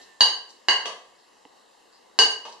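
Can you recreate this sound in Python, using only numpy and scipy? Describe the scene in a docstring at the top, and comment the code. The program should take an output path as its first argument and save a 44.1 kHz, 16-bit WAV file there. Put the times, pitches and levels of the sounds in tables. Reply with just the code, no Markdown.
"""Over a steady outdoor hush a faint thin whistle wavers and dies, and soft scrapes of a spoon through
food recur. The metal spoon knocks an enamel bowl twice, bumps dully, taps drily, then knocks and bumps
again in a bare wooden kitchen. Knocks are quickly damped modes plus a broad thud, bumps and scrapes are
shaped noise, the room is random echoes; a stereo microphone colours everything with dips."""
import sys
import numpy as np
from scipy import signal
from scipy.io import wavfile
from scipy.ndimage import uniform_filter1d

SR = 44100
rng = np.random.default_rng(int(sys.argv[2]) if len(sys.argv) > 2 else 0)


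def int16_out(signal):
    """Quantize to a 16-bit WAV file."""
    q = np.round(np.clip(np.atleast_2d(signal).T, -1, 1) * 32767)
    wavfile.write(sys.argv[1], SR, q.astype(np.int16))


def undo_db(level):
    """Turn decibels back into plain size, where 20 dB means ten times bigger."""
    steps = np.asarray(level, float) / 20
    return 10 ** steps


N = 114660

# spoon on bowl wall: t/s, ring level/dB, thud level/dB, ring tilt/(dB/octave), thud tilt/(dB/octave),
# lowest-mode gain/dB, short-mode gain/dB, ring t60 factor
KNOCKS = [(0.2071, -5, 1.5, 0.5, -1.17, -1, 1.46, 0.56), (0.685, -7.5, 1, -5, -1.05, -14, -3.1, 0.8),
          (2.189, -9, 8.14, 0.6, 0.015, 2.5, -10, 1.25)]


def evened(x):
    """Scales to rms 1."""
    return x / np.sqrt(np.mean(x ** 2) + 1e-20)


def read(points, hz):
    """Interpolates a table on a log-frequency axis."""
    f, value = np.transpose(points)
    return np.interp(np.log(hz + 1), np.log(f + 1), value)


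def add(mix, start_s, sound):
    """Mixes a sound in at start_s, cut at the end of the mix."""
    part = mix[..., round(start_s * SR):][..., :sound.shape[-1]]
    part += sound[..., :part.shape[-1]]


def paired(z, same):
    """Makes the right spectrum partly like the left by the given likeness."""
    same = np.clip(same, -1, 1)[:, None]
    right = same * z[0] + np.sqrt(1 - same ** 2) * z[1]
    return np.array([z[0], right])


def hush():
    """Steady coloured noise with faint patches, swollen at first by the dying tail of an earlier knock."""
    # hush colour: f/Hz, level/dB
    hush_colour = [(21, -15), (60, -14), (130, -20.5), (200, -6.5), (450, -1.2), (1000, -1.8), (2000, -9),
                   (4500, -11), (6300, -15), (6900, -13), (7350, -8.5), (7700, -15.5), (10000, -19),
                   (13000, -25), (14000, -40), (16000, -50)]
    # left-right likeness: f/Hz, likeness
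    hush_likeness = [(60, 0.11), (240, -0.029), (950, 0.13), (3770, 0.8), (15000, -0.24)]
    # channel balance: f/Hz, left minus right/dB
    hush_balance = [(60, 0), (180, 5.5), (550, 2.5), (1650, 2), (4970, -2), (15000, 2.5)]
    hush_db, patch_db = -57.5, 1.4
    tail_db, tail_t60_s = -51.5, 1

    frames, hz = N // 256 + 5, np.fft.rfftfreq(1024, 1 / SR)
    a, b, c, d, patches = rng.standard_normal((frames, 513, 5)).T
    patches = uniform_filter1d(patches, size=12, axis=0)  # over frequency
    patches = evened(uniform_filter1d(patches, size=14, axis=1))  # over time
    z = paired([a + 1j * b, c + 1j * d], read(hush_likeness, hz))
    sides_db = read(hush_balance, hz)[:, None] / 2 * np.array([1, -1])[:, None, None]
    z = z * undo_db(read(hush_colour, hz)[:, None] + sides_db + patch_db * patches)
    noise = evened(signal.istft(z, nperseg=1024, noverlap=768)[1][:, :N])
    t = np.arange(N) / SR
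    tail_power = undo_db(2 * (tail_db - 60 * t / tail_t60_s))
    return np.sqrt(undo_db(2 * hush_db) + tail_power) * noise


def whistle():
    """A thin sine, wavering slightly in pitch, that fades, swells once more and dies; louder right."""
    # whistle track: t/s, f/Hz, rms level before side gain/dB
    whistle_track = [(0, 1787, -58), (.035, 1805, -64), (.065, 1800, -69.5), (.095, 1797, -62),
                     (.14, 1776, -62.5), (.2, 1780, -70), (.26, 1784, -77)]
    side_db = 5.5  # down on the left, up on the right

    s, hz, db = np.transpose(whistle_track)
    t = np.arange(N) / SR
    phase = 2 * np.pi * np.cumsum(np.interp(t, s, hz)) / SR + 2 * np.pi * rng.random()
    envelope = np.sqrt(2) * undo_db(np.interp(t, s, db)) * (t < s[-1])
    return undo_db([[-side_db], [side_db]]) * envelope * np.sin(phase)


def room(x):
    """Sparse random echoes, each band dying at its own speed; new echoes at every call."""
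    # reverberation: f/Hz, t60/s
    room_t60 = [(100, 0.27), (200, 0.37), (500, 0.55), (1200, 0.5), (3000, 0.43), (6000, 0.39),
                (10000, 0.39), (13000, 0.22)]
    # left-right likeness: f/Hz, likeness
    room_likeness = [(100, 1), (300, 0.94), (600, 0.89), (1400, 0.37), (3000, -0.022)]
    room_db, gap_s, rise_s = 4, 0.001, 0.0013

    taps, t = np.zeros((2, 32000)), np.arange(32000) / SR
    at = np.arange(0, 32000, 20) + rng.integers(0, 20, (2, 1600))  # one echo per 20 samples
    np.put_along_axis(taps, at, rng.choice([-1., 1.], at.shape), 1)
    hz, frames_s, z = signal.stft(taps, SR, nperseg=256)
    decay = undo_db(-60 * frames_s / read(room_t60, hz)[:, None])
    z = paired(z, read(room_likeness, hz)) * decay
    tail = signal.istft(z, SR, nperseg=256)[1][:, :32000]
    tail = tail * np.clip((t - gap_s) / rise_s, 0, 1)
    tail = tail / np.linalg.norm(tail[0])
    return undo_db(room_db) * signal.fftconvolve(x[None], tail, axes=1)


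def placed(start_s, x, wet_db=0):
    """Direct sound, slightly later on the left, plus room shifted by wet_db; returned with its start."""
    left_lag_s = .00005
    out, sample = undo_db(wet_db) * room(x), np.arange(len(x))
    left = np.interp(sample - left_lag_s * SR, sample, x)
    out[:, :len(x)] += [left, x]
    return start_s, out


def scrape(start_s, length_s, db, hz, width_hz):
    """Spoon sliding through food: uneven grains through a broad band under a swelling stroke."""
    grains_per_s, grain_spread_db = 4000, 3.2
    n = round(length_s * SR)
    grains = undo_db(grain_spread_db * rng.exponential(1, n))
    grains = grains * (rng.random(n) < grains_per_s / SR) * rng.choice([-1, 1], n)
    edges_hz = [hz - width_hz / 2, hz + width_hz / 2]
    band = signal.butter(2, edges_hz, "bandpass", fs=SR, output="sos")
    stroke = undo_db(db) * np.hanning(n) * evened(signal.sosfilt(band, grains))
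    return placed(start_s, stroke, wet_db=-7)


def causal(db_of_hz):
    """Minimum-phase impulse response with the given gain curve."""
    log_gain = np.log(undo_db(db_of_hz(abs(np.fft.fftfreq(8192, 1 / SR)))))
    return np.fft.ifft(np.exp(np.conj(signal.hilbert(log_gain)))).real[:3000]


def tilted(table, tilt_db):
    """A single click with the table's colour, tilted in dB per octave about 3 kHz, energy 1."""
    click = causal(lambda f: read(table, f) + tilt_db * np.log2(np.clip(f, 200, 10000) / 3000))
    return click / np.linalg.norm(click)


def knock(start_s, ring_db, thud_db, ring_tilt_db, thud_tilt_db, lowest_db, short_db, t60_factor):
    """A short contact rings the bowl's damped modes and sends out a broad thud of spoon and board."""
    # bowl modes: f/Hz, level before knock gains/dB, t60 before knock factor/s
    bowl_modes = [(1564, -9, 0.067), (2900, -2.1, 0.059), (2940, 0.76, 0.033), (4589, 3.16, 0.028),
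                  (6520, -14, 0.083), (8705, -18, 0.044), (9810, -27, 0.027), (10900, -31, 0.044),
                  (12310, -47, .05)]
    # quickly damped modes beside them: same columns, f/Hz, level/dB, t60/s
    short_modes = [(1074, -13.5, 0.022), (1595, -3.5, 0.026), (2046, -8.5, 0.017), (3155, -10.5, 0.022),
                   (4034, -5.5, 0.028), (4472, -2.5, 0.027)]
    # thud colour before tilt: f/Hz, level/dB
    thud_colour = [(60, -48), (140, -17), (200, -14), (430, -7), (1000, 4.46), (2000, -2.5), (3300, -2),
                   (4300, 2.5), (5500, 0.5), (7500, -5.5), (8800, -16.5), (9300, -29), (10300, -22.5),
                   (11500, -41.5), (16000, -47.5)]
    scatter_db, rise_s = 1.8, 0.00021

    t = np.arange(0, .4, 1 / SR)
    hz, db, t60_s = np.array(bowl_modes + short_modes).T[..., None]
    db = db + ring_tilt_db * np.log2(hz / 3000) + scatter_db * rng.standard_normal(hz.shape)
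    db[0] += lowest_db
    db[len(bowl_modes):] += short_db
    sign = (-1.) ** hz.argsort(0).argsort(0)  # alternates up the frequency scale
    modes = sign * undo_db(db - 60 * t / (t60_s * t60_factor)) * np.sin(2 * np.pi * hz * t)
    sound = modes.sum(0) * undo_db(ring_db) * (1 - np.exp(-t / rise_s))
    add(sound, 0, undo_db(thud_db) * tilted(thud_colour, thud_tilt_db))
    return placed(start_s, sound)


def thump():
    """The board under the bowl gives a short low damped note at each knock."""
    # board note: f/Hz, t60/s, [level/dB at each knock]
    board_note = (441, 0.048, [-35.5, -35, -21])
    hz, t60_s, levels_db = board_note
    out, t = np.zeros((2, N)), np.arange(0, .2, 1 / SR)
    for row, db in zip(KNOCKS, levels_db):
        note = undo_db(db - 60 * t / t60_s) * np.sin(2 * np.pi * hz * t) * (1 - np.exp(-t * hz))
        add(out, *placed(row[0], note))
    return out


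def bump(start_s, db, tilt_db, decay_s):
    """Spoon landing through food without ring: a ragged decaying contact with a dull broad colour."""
    # bump colour before tilt: f/Hz, level/dB
    bump_colour = [(60, -45), (140, -32), (200, -12.5), (430, -7), (900, 1.3), (1800, -8.5), (3000, -7),
                   (5000, -9.5), (8000, -16.5), (10200, -23), (10800, -38), (16000, -68)]
    t = np.arange(0, .03, 1 / SR)
    ragged = rng.standard_normal(len(t)) * np.exp(-t / decay_s)
    ragged = ragged / np.linalg.norm(ragged)
    return placed(start_s, undo_db(db) * np.convolve(ragged, tilted(bump_colour, tilt_db)))


def tap():
    """A small dry tick with a low after-knock: damped sines without room, louder right."""
    # tap partials: t/s, level before side gain/dB, f/Hz, t60/s
    tap_partials = [(1.452, -38.5, 2900, 0.006), (1.4517, -34.5, 1950, 0.0031), (1.452, -37, 850, 0.013),
                    (1.455, -45.5, 448, 0.036), (1.455, -42.5, 293, 0.039)]
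    out, t = np.zeros((2, N)), np.arange(0, .1, 1 / SR)
    sides = undo_db([[-2.5], [2.5]])
    for start_s, db, hz, t60_s in tap_partials:
        partial = undo_db(db - 60 * t / t60_s) * np.sin(2 * np.pi * hz * t) * (1 - np.exp(-t * hz * 2))
        add(out, start_s, sides * partial)
    return out


def scene():
    """Sums all sources in the kitchen."""
    # spoon through food: t/s, length/s, level before swell/dB, centre f/Hz, width/Hz
    scrape_rows = [(0.003, .05, -51, 4800, 2500), (.484, .04, -48, 5500, 3600),
                   (1.17, .06, -65, 4600, 2000), (1.905, .09, -61, 4600, 900),
                   (2.475, .04, -50, 5000, 3500), (2.51, .035, -50, 4800, 3000)]
    # ringless landings: t/s, level/dB, tilt/(dB/octave), contact decay/s
    bump_rows = [(0.8566, -3, -0.1, .003), (2.452, -13.5, -1, 0.0075)]
    mix = hush() + whistle() + thump() + tap()
    for play, rows in [(scrape, scrape_rows), (knock, KNOCKS), (bump, bump_rows)]:
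        for row in rows:
            add(mix, *play(*row))
    return mix


def roll_off(x):
    """The treble ends steeply here."""
    return signal.sosfilt(signal.butter(12, 16030, fs=SR, output="sos"), x)


def record(dry):
    """Microphone colour with narrow dips, then a hard ceiling at full scale."""
    # microphone response: f/Hz, level/dB
    mic_response = [(100, -3), (480, 1.44), (620, -2.5), (760, 1.5), (1150, 1.5), (1380, -8.5),
                    (1550, -3.5), (1900, 2.06), (2200, -2.5), (2380, -18), (2520, -3), (2800, 3.5),
                    (3100, 0.5), (3480, -6.5), (3850, 2.5), (4100, 1), (16000, -5.55)]
    colour = causal(lambda f: read(mic_response, f))
    heard = signal.fftconvolve(dry, colour[None], axes=1)[:, :N]
    return roll_off(np.clip(heard, -1, 1))


dry = scene()
out = record(dry)
int16_out(out)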